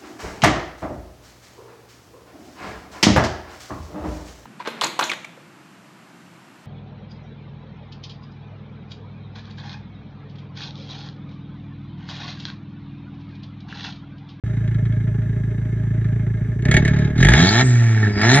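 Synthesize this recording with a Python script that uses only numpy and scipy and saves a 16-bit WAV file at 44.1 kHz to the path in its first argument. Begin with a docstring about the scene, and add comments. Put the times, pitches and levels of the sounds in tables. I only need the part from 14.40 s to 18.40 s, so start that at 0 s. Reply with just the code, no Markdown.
"""A small four-cylinder car idles a few metres away at night, then blips and revs twice. Each firing sends a
low boom and a rasp of gas out of the exhaust. At idle the valves clack and the pipe sings; hard firings crack
as the throttle opens, and off the throttle a drone with soft burbles is left. A turbo whistles on the revs and
dumps air between them. The paved yard gives a short echo."""
import sys
import numpy as np
from scipy import signal
from scipy.fft import rfft, irfft
from scipy.io import wavfile
from scipy.ndimage import map_coordinates

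SR = 44100
rng = np.random.default_rng(int(sys.argv[2]) if len(sys.argv) > 2 else 0)


def unload_audio(sound):
    """Save the sound as a 16-bit wav file, at the path given as the first command line argument."""
    columns = np.transpose(np.atleast_2d(sound))
    # keep every value between -1 and 1, then stretch to whole-number steps
    steps = np.round(np.clip(columns, -1, 1) * 32767)
    wavfile.write(sys.argv[1], SR, steps.astype(np.int16))


N = 176400
T = np.arange(N) / SR

# engine speed: t/s, firing rate/Hz
FIRING_HZ = [(0, 28.01), (0.6, 27.63), (1.2, 27.73), (2.15, 27.61), (2.36, 36.26), (2.75, 35.88),
             (2.87, 50.05), (3.0, 79.27), (3.12, 106.25), (3.23, 131.97), (3.3, 122.4), (3.5, 112.97),
             (3.74, 100.7), (3.82, 104.48), (4, 148.31)]
# offsets per cylinder: boom/dB, rasp/dB, lateness/firing intervals
CYLINDERS = [(.6, -2, .012), (-.5, 2.5, -.01), (.4, -1.5, .004), (-.6, 1, -.008)]
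# tailpipe resonances: f/Hz, width/Hz, lift/dB
PIPE_MODES = [(640, 14, 8), (682.7, 35, 11.5), (862, 74, 12.5), (1317, 27, 10), (1660, 40, 1),
              (1688.5, 53, 7), (1796, 70, 8.5), (2210, 42, 11.5), (2600, 17, -6), (3314, 75, 6.5),
              (3470, 28, 6.5), (3880, 67, 7), (6580, 750, 6)]


def undb(db):
    return 10 ** (np.asarray(db) / 20)


def curve(table, column=1):
    """Table column interpolated over time."""
    rows = np.array(table)
    return np.interp(T, rows[:, 0], rows[:, column])


def response(spectrum, modes=()):
    """Minimum-phase impulse response of a spectrum plus resonances."""
    hz = np.linspace(1, SR / 2, 4097)
    rows = np.array(spectrum)
    db = np.interp(np.log(hz), np.log(rows[:, 0]), rows[:, 1])
    db -= 24 * np.log2(np.maximum(hz / rows[-1, 0], 1))  # 24 dB/octave past the last row
    for centre_hz, width_hz, lift_db in modes:
        db += lift_db / (1 + (2 * (hz - centre_hz) / width_hz) ** 2)
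    cepstrum = irfft(np.log(undb(db)))
    half = len(cepstrum) // 2
    cepstrum[1:half] *= 2
    cepstrum[half + 1:] = 0
    return irfft(np.exp(rfft(cepstrum)))


def colour(x, spectrum, modes=()):
    """Filter at unit power gain; spectrum rows: f/Hz, relative level/dB."""
    h = response(spectrum, modes)
    return signal.fftconvolve(x, h / np.linalg.norm(h))[:N]


def steady(x):
    """Hold the rms at 1 over a few firings."""
    window = np.hanning(SR // 9)
    smooth = lambda v: signal.fftconvolve(v, window, "same")
    return x / np.sqrt(np.abs(smooth(x * x)) / smooth(np.ones(N)) + 1e-12)


def pulses(times_s, sizes):
    """Clicks placed between samples."""
    at = np.clip(times_s * SR, 0, N)
    i, out = at.astype(int), np.zeros(N + 2)
    np.add.at(out, i, sizes * (1 - at + i))
    np.add.at(out, i + 1, sizes * (at - i))
    return out[:N]


def bursts(events, rise_s, decay_s):
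    """Puffs of turbulent gas: linear rise, exponential decay."""
    envelope = np.zeros(N)
    for start_s, db in events:
        rise = np.clip((T - start_s) / rise_s, 0, 1)
        envelope += undb(db) * rise * np.exp(-np.maximum(T - start_s - rise_s, 0) / decay_s)
    return envelope * rng.standard_normal(N)


def hot_pipe(x, spectrum, rise=0.05, nominal_firing_hz=87.2):
    """Tailpipe resonances rise with engine speed as the gas heats."""
    clock = np.cumsum(1 + rise * (curve(FIRING_HZ) / nominal_firing_hz - 1))
    positions = np.interp(np.arange(int(clock[-1]) + 2), clock, np.arange(N))
    warped = map_coordinates(x, [positions], order=2)
    return map_coordinates(colour(warped, spectrum, PIPE_MODES), [clock], order=2)


def exhaust(firings, even_above_hz=45, puff_intervals=0.17):
    """Each firing thumps the silencer; its shock and puff of gas ring the tailpipe."""
    # band levels: t/s, thud/dB, boom/dB, growl/dB, rasp/dB, hiss/dB
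    levels = [(.03, -32.5, -21.5, -37, -46.5, -59.5), (.4, -30, -17, -39, -46.5, -65),
              (1.25, -31.5, -21.5, -38, -48.5, -66), (1.65, -30.5, -17.5, -38, -46.5, -64.5),
              (2.21, -30.5, -21.5, -37, -47.5, -68.5), (2.26, -28, -14.5, -27.5, -37, -67),
              (2.37, -17, -12, -21.5, -29.5, -35), (2.43, -22, -15.5, -26, -34, -49),
              (2.47, -23, -14.5, -27.5, -31.5, -45), (2.66, -26, -15, -29, -35, -45.5),
              (2.74, -26, -24.5, -33.5, -42.5, -62), (2.8, -22, -11, -23, -30, -32),
              (2.88, -15, -8.5, -24.5, -25.5, -35), (2.95, -15, -14.5, -23.5, -18.5, -25.5),
              (3.03, -24, -9.5, -17, -19, -20), (3.1, -28, -18, -23, -23, -24.5),
              (3.215, -39.5, -14, -20.5, -16.5, -22), (3.24, -30, -15, -21, -31, -47),
              (3.29, -33, -11.5, -26, -32, -40), (3.4, -38, -11, -31.5, -31, -44),
              (3.6, -68, -15, -29, -32, -44.5), (3.68, -51, -14.5, -22, -31, -42.5),
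              (3.73, -21, -25, -31, -36.5, -53), (3.78, -21.5, -34, -22, -28, -42),
              (3.84, -43, -16, -21.5, -18.5, -30), (3.94, -34, -12, -15, -16, -18),
              (4.0, -34, -13, -25.5, -17, -31)]
    # throttle: t/s, opening/0-1
    throttle = [(2.2, .15), (2.3, .4), (2.7, .35), (2.82, .8), (3.21, 1), (3.25, .5), (3.72, .6), (3.82, 1)]
    # load hardens the boom into a short blast: t/s, blast share/0-1
    load = [(2.2, 0), (2.25, .8), (2.85, .8), (3.0, .3), (3.2, 0)]
    # silencer resonances: f/Hz, width/Hz, lift/dB
    silencer_modes = [(263.3, 30, 7), (344, 52, 6.5), (396, 25, 1.5), (432.5, 25, 4.5), (530, 48, 5)]
    # band spectra: f/Hz, level/dB
    thud_spectrum = [(15, -39), (30, -19), (50, 6.5), (70, 5), (95, -9), (140, -22), (300, -70)]
    boom_spectrum = [(30, -36.5), (80, -8), (98, 0.5), (113, 13), (140, 5.5), (170, 1), (210, -12),
                     (300, -17.5), (600, -74.5)]
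    blast_spectrum = [(30, -23), (70, -7), (130, 4.5), (180, -3.5), (260, -21), (600, -50)]
    growl_spectrum = [(80, -37.5), (160, -3.5), (205, 4.5), (250, 0), (292, -6), (345, -3.5), (410, -3),
                      (500, -21.5), (700, -31.5), (1500, -84.5)]
    rasp_spectrum = [(200, -41.5), (450, -14.5), (560, -5.5), (750, -3), (1050, -7.5), (1450, 0), (1800, 4),
                     (2300, -2), (2750, -9.5), (4000, -28.5), (7000, -53.5)]
    hiss_spectrum = [(1200, -26.5), (2500, -17.5), (3300, 1), (4100, 6.5), (4500, -6.5), (5100, 4),
                     (5800, -7), (7000, -2), (8500, -29.5), (10500, -27.5), (13500, -39), (16000, -41)]
    gas_lead_s, thud_lag_s, boom_lag_s, blast_lag_s, growl_lag_s = 0.011, 0.0027, 0.0045, 0.00579, 0.00775

    rate_hz = curve(FIRING_HZ)
    k = np.arange(1, int(firings[-1]) + 1)
    boom_db, rasp_db, late = np.array(CYLINDERS)[k % len(CYLINDERS)].T
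    uneven = np.minimum(even_above_hz / np.interp(k, firings, rate_hz), 1)  # firings even out at speed
    jitter, size_scatter, growl_scatter, gas_scatter = rng.standard_normal((400, 4))[k].T * uneven
    times_s = np.interp(k + late * uneven + 0.011 * jitter, firings, T) - gas_lead_s
    size = undb(boom_db * uneven + 3.04 * size_scatter)
    force = undb(rasp_db + 4.5 * gas_scatter)

    latest = np.maximum(np.searchsorted(times_s, T) - 1, 0)
    age = np.abs(T - times_s[latest]) * rate_hz / puff_intervals
    flow = force[latest] * age * np.exp(-age) + 0.19  # puffs over a constant flow
    puff = steady(flow * rng.standard_normal(N))
    shock = 0.4 * steady(pulses(times_s, force)) * curve(throttle)

    thud = colour(pulses(times_s + thud_lag_s, size), thud_spectrum)
    soft_boom = colour(pulses(times_s + boom_lag_s, size), boom_spectrum)
    blast = colour(pulses(times_s + blast_lag_s, size), blast_spectrum)
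    boom = (1 - curve(load)) * soft_boom + curve(load) * blast
    kicks = pulses(times_s + growl_lag_s, size * undb(9.2 * growl_scatter))
    growl = steady(colour(kicks, growl_spectrum, silencer_modes))
    growl += undb(-3) * even_above_hz / rate_hz * colour(puff, growl_spectrum, silencer_modes)
    breath = colour(puff, [(400, -6), (900, -3), (1600, 0), (16000, 0)])
    blare = colour(shock, [(300, 0), (900, 0), (2000, -4), (5000, -14), (16000, -25)])
    rasp = hot_pipe(breath + undb(-1) * blare, rasp_spectrum)
    hiss = hot_pipe(puff + undb(-8.5) * shock, hiss_spectrum)
    bands = thud, boom, growl, rasp, hiss
    return sum(steady(band) * undb(curve(levels, i)) for i, band in enumerate(bands, 1))


def pipe_note(firings, pitch_hz=616.8, waver_rad=0.58):
    """At low speed the pipe sings softly, swelling once per engine cycle."""
    # note before the swell: t/s, level/dB
    levels = [(0, -48.5), (2.2, -50.5), (2.35, -28), (2.47, -44), (2.68, -35.5), (2.85, -67)]
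    cycles = firings / len(CYLINDERS)
    swell = (1 + 0.7 * np.cos(2 * np.pi * (cycles - 0.8))) ** 2 / 2
    wander = colour(rng.standard_normal(N), [(5, -14), (25, -8.5)])
    return undb(curve(levels)) * swell * np.sin(2 * np.pi * pitch_hz * T + waver_rad * wander)


def night_air(air_db=-53, waver_rad=2.5):
    """Stereo air noise and a thin wavering whine."""
    # air spectrum and whine partials: f/Hz, level/dB
    air_spectrum = [(40, -3), (300, -9.5), (1000, -10.5), (3000, -36), (7000, -28), (14000, -44)]
    partials = [(5943, -71.5), (11886, -78.5)]
    wander = colour(rng.standard_normal(N), [(5, 0), (30, -20)])
    whine = sum(undb(db) * np.sin(2 * np.pi * hz * T + waver_rad * wander) for hz, db in partials)
    air = np.array([colour(rng.standard_normal(N), air_spectrum) for _ in range(2)])
    return undb(air_db) * air + whine


def clacks():
    """Now and then the idling engine's valves give a metallic clack."""
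    # clacks: t/s, level/dB
    events = [(.166, -50), (.275, -37), (.343, -37), (.452, -37), (.522, -40), (.558, -49.5), (.636, -49),
              (1.643, -38), (1.68, -45), (1.97, -47.5), (2.116, -53)]
    # clack spectrum: f/Hz, level/dB
    spectrum = [(900, -21), (1450, -5), (1750, -1.5), (2200, -6), (2800, -14), (3800, -12.5), (4500, -23),
                (7000, -27.5)]
    return colour(bursts(events, rise_s=0.0023, decay_s=0.0068), spectrum, PIPE_MODES)


def cracks():
    """Hard firings on the throttle crack through the tailpipe."""
    # hard firings: t/s, level/dB
    events = [(2.2218, -35.5), (2.2513, -21.5), (2.2837, -26), (2.3116, -10), (2.3396, -11), (2.3654, -9.5),
              (2.4493, -16.5), (2.4773, -18), (2.587, -25.5), (2.613, -40), (2.778, -24), (2.8015, -27),
              (2.8265, -9.5), (2.8469, -7.5), (2.8674, -16), (2.8848, -6.5), (2.9018, -16), (2.9347, -6.5),
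              (3.8135, -15)]
    # crack spectrum: f/Hz, level/dB
    spectrum = [(200, -23), (380, 4), (500, -9.5), (640, -10.5), (1050, -23), (1450, -7.5), (1800, 2.5),
                (2300, -2), (2750, -11), (3700, -11), (4500, -15), (5200, -20.5), (7000, -17.5),
                (10000, -31.5), (14000, -51)]
    return colour(bursts(events, rise_s=0.0021, decay_s=0.0064), spectrum, PIPE_MODES)


def turbo_whistle(spread_hz=330):
    """A breathy whistle follows the turbine."""
    # whistle: t/s, f/Hz, level/dB
    track = [(2.9, 3605, -72.5), (3.03, 4100, -47), (3.09, 4390, -17), (3.15, 5300, -54), (3.21, 6310, -36),
             (3.26, 7760, -34), (3.4, 6520, -47.5), (3.68, 5000, -51), (3.82, 4890, -30), (3.91, 6200, -31),
             (3.97, 8940, -30), (4.0, 9600, -41)]
    breath = colour(rng.standard_normal(N), [(10, 0), (spread_hz, -3)])
    tone = np.sqrt(2) * np.sin(2 * np.pi * np.cumsum(curve(track)) / SR)
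    return breath * tone * undb(curve(track, column=2))


def air_dump(start_s=3.24, level_db=-35.5):
    """Air hisses out as the throttle closes."""
    # escaping air: f/Hz, level/dB
    spectrum = [(2500, -28), (5000, 3), (7500, 4.5), (8500, -15.5), (10000, -27), (14000, -30)]
    return colour(bursts([(start_s, level_db)], rise_s=0.018, decay_s=0.26), spectrum)


def burbles():
    """Dull puffs ring the tailpipe off the throttle."""
    # puffs: t/s, level/dB
    events = [(3.574, -25.5), (3.627, -19), (3.646, -21.5), (3.667, -23.5)]
    spectrum = [(900, -36), (1500, 0.5), (1800, 4), (2400, -29), (4000, -18.5)]
    return colour(bursts(events, rise_s=0.0012, decay_s=0.0084), spectrum, PIPE_MODES)


def microphone_ports(x):
    """Each of two ports hears the car with its own delay and colour."""
    # left relative to right: f/Hz, phase lead/rad, level/dB
    balance = [(0, 0, 0), (120, .1, -.7), (300, .15, 0), (690, .42, 0), (1200, .3, -.5), (1900, .3, -3.4),
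               (2800, 1.1, 0), (3900, 1.5, 3), (5000, 2.8, 1), (9000, 3.3, 1), (10500, 5.6, 0),
               (13000, 6.2, 0)]
    rows = np.array(balance)
    hz = np.arange(N + 1) * SR / (2 * N)
    lead_rad, db = (np.interp(hz, rows[:, 0], rows[:, i]) for i in (1, 2))
    gains = [undb(side * db) * np.exp(1j * side * lead_rad) for side in (0.5, -0.5)]
    return np.array([irfft(rfft(x, 2 * N) * gain)[:N] for gain in gains])


def yard_echo(x, t60_s=0.12, rise_s=0.0013):
    """Diffuse echoes from paving and walls, one channel."""
    # echo gain: f/Hz, level/dB
    spectrum = [(60, -30.5), (250, -26), (600, -0.5), (1000, -7.5), (2000, -8.5), (5000, -9.5),
                (12000, -14)]
    t = T[:SR // 2]
    tail = rng.standard_normal(len(t)) * undb(-60 * t / t60_s) * np.clip(t / rise_s, 0, 1)
    echo = signal.fftconvolve(tail / np.linalg.norm(tail), response(spectrum))
    return signal.fftconvolve(x, echo)[:N]


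def scene():
    """The car, its echo and the night air, in stereo."""
    firings = 0.04 + np.cumsum(curve(FIRING_HZ)) / SR  # running count
    car = exhaust(firings) + pipe_note(firings) + clacks()
    car += cracks() + turbo_whistle() + air_dump() + burbles()
    return microphone_ports(car) + np.array([yard_echo(car), yard_echo(car)]) + night_air()


def record(dry, start_s=0.037, fade_s=0.0014, top_hz=14400):
    """Quick fade-in, soft clip, steep low-pass."""
    x = dry * np.clip((T - start_s) / fade_s, 0, 1)
    x = x / (1 + x ** 6) ** (1 / 6)
    return signal.sosfilt(signal.ellip(8, 0.2, 70, top_hz, fs=SR, output="sos"), x)


dry = scene()
out = record(dry)
unload_audio(out)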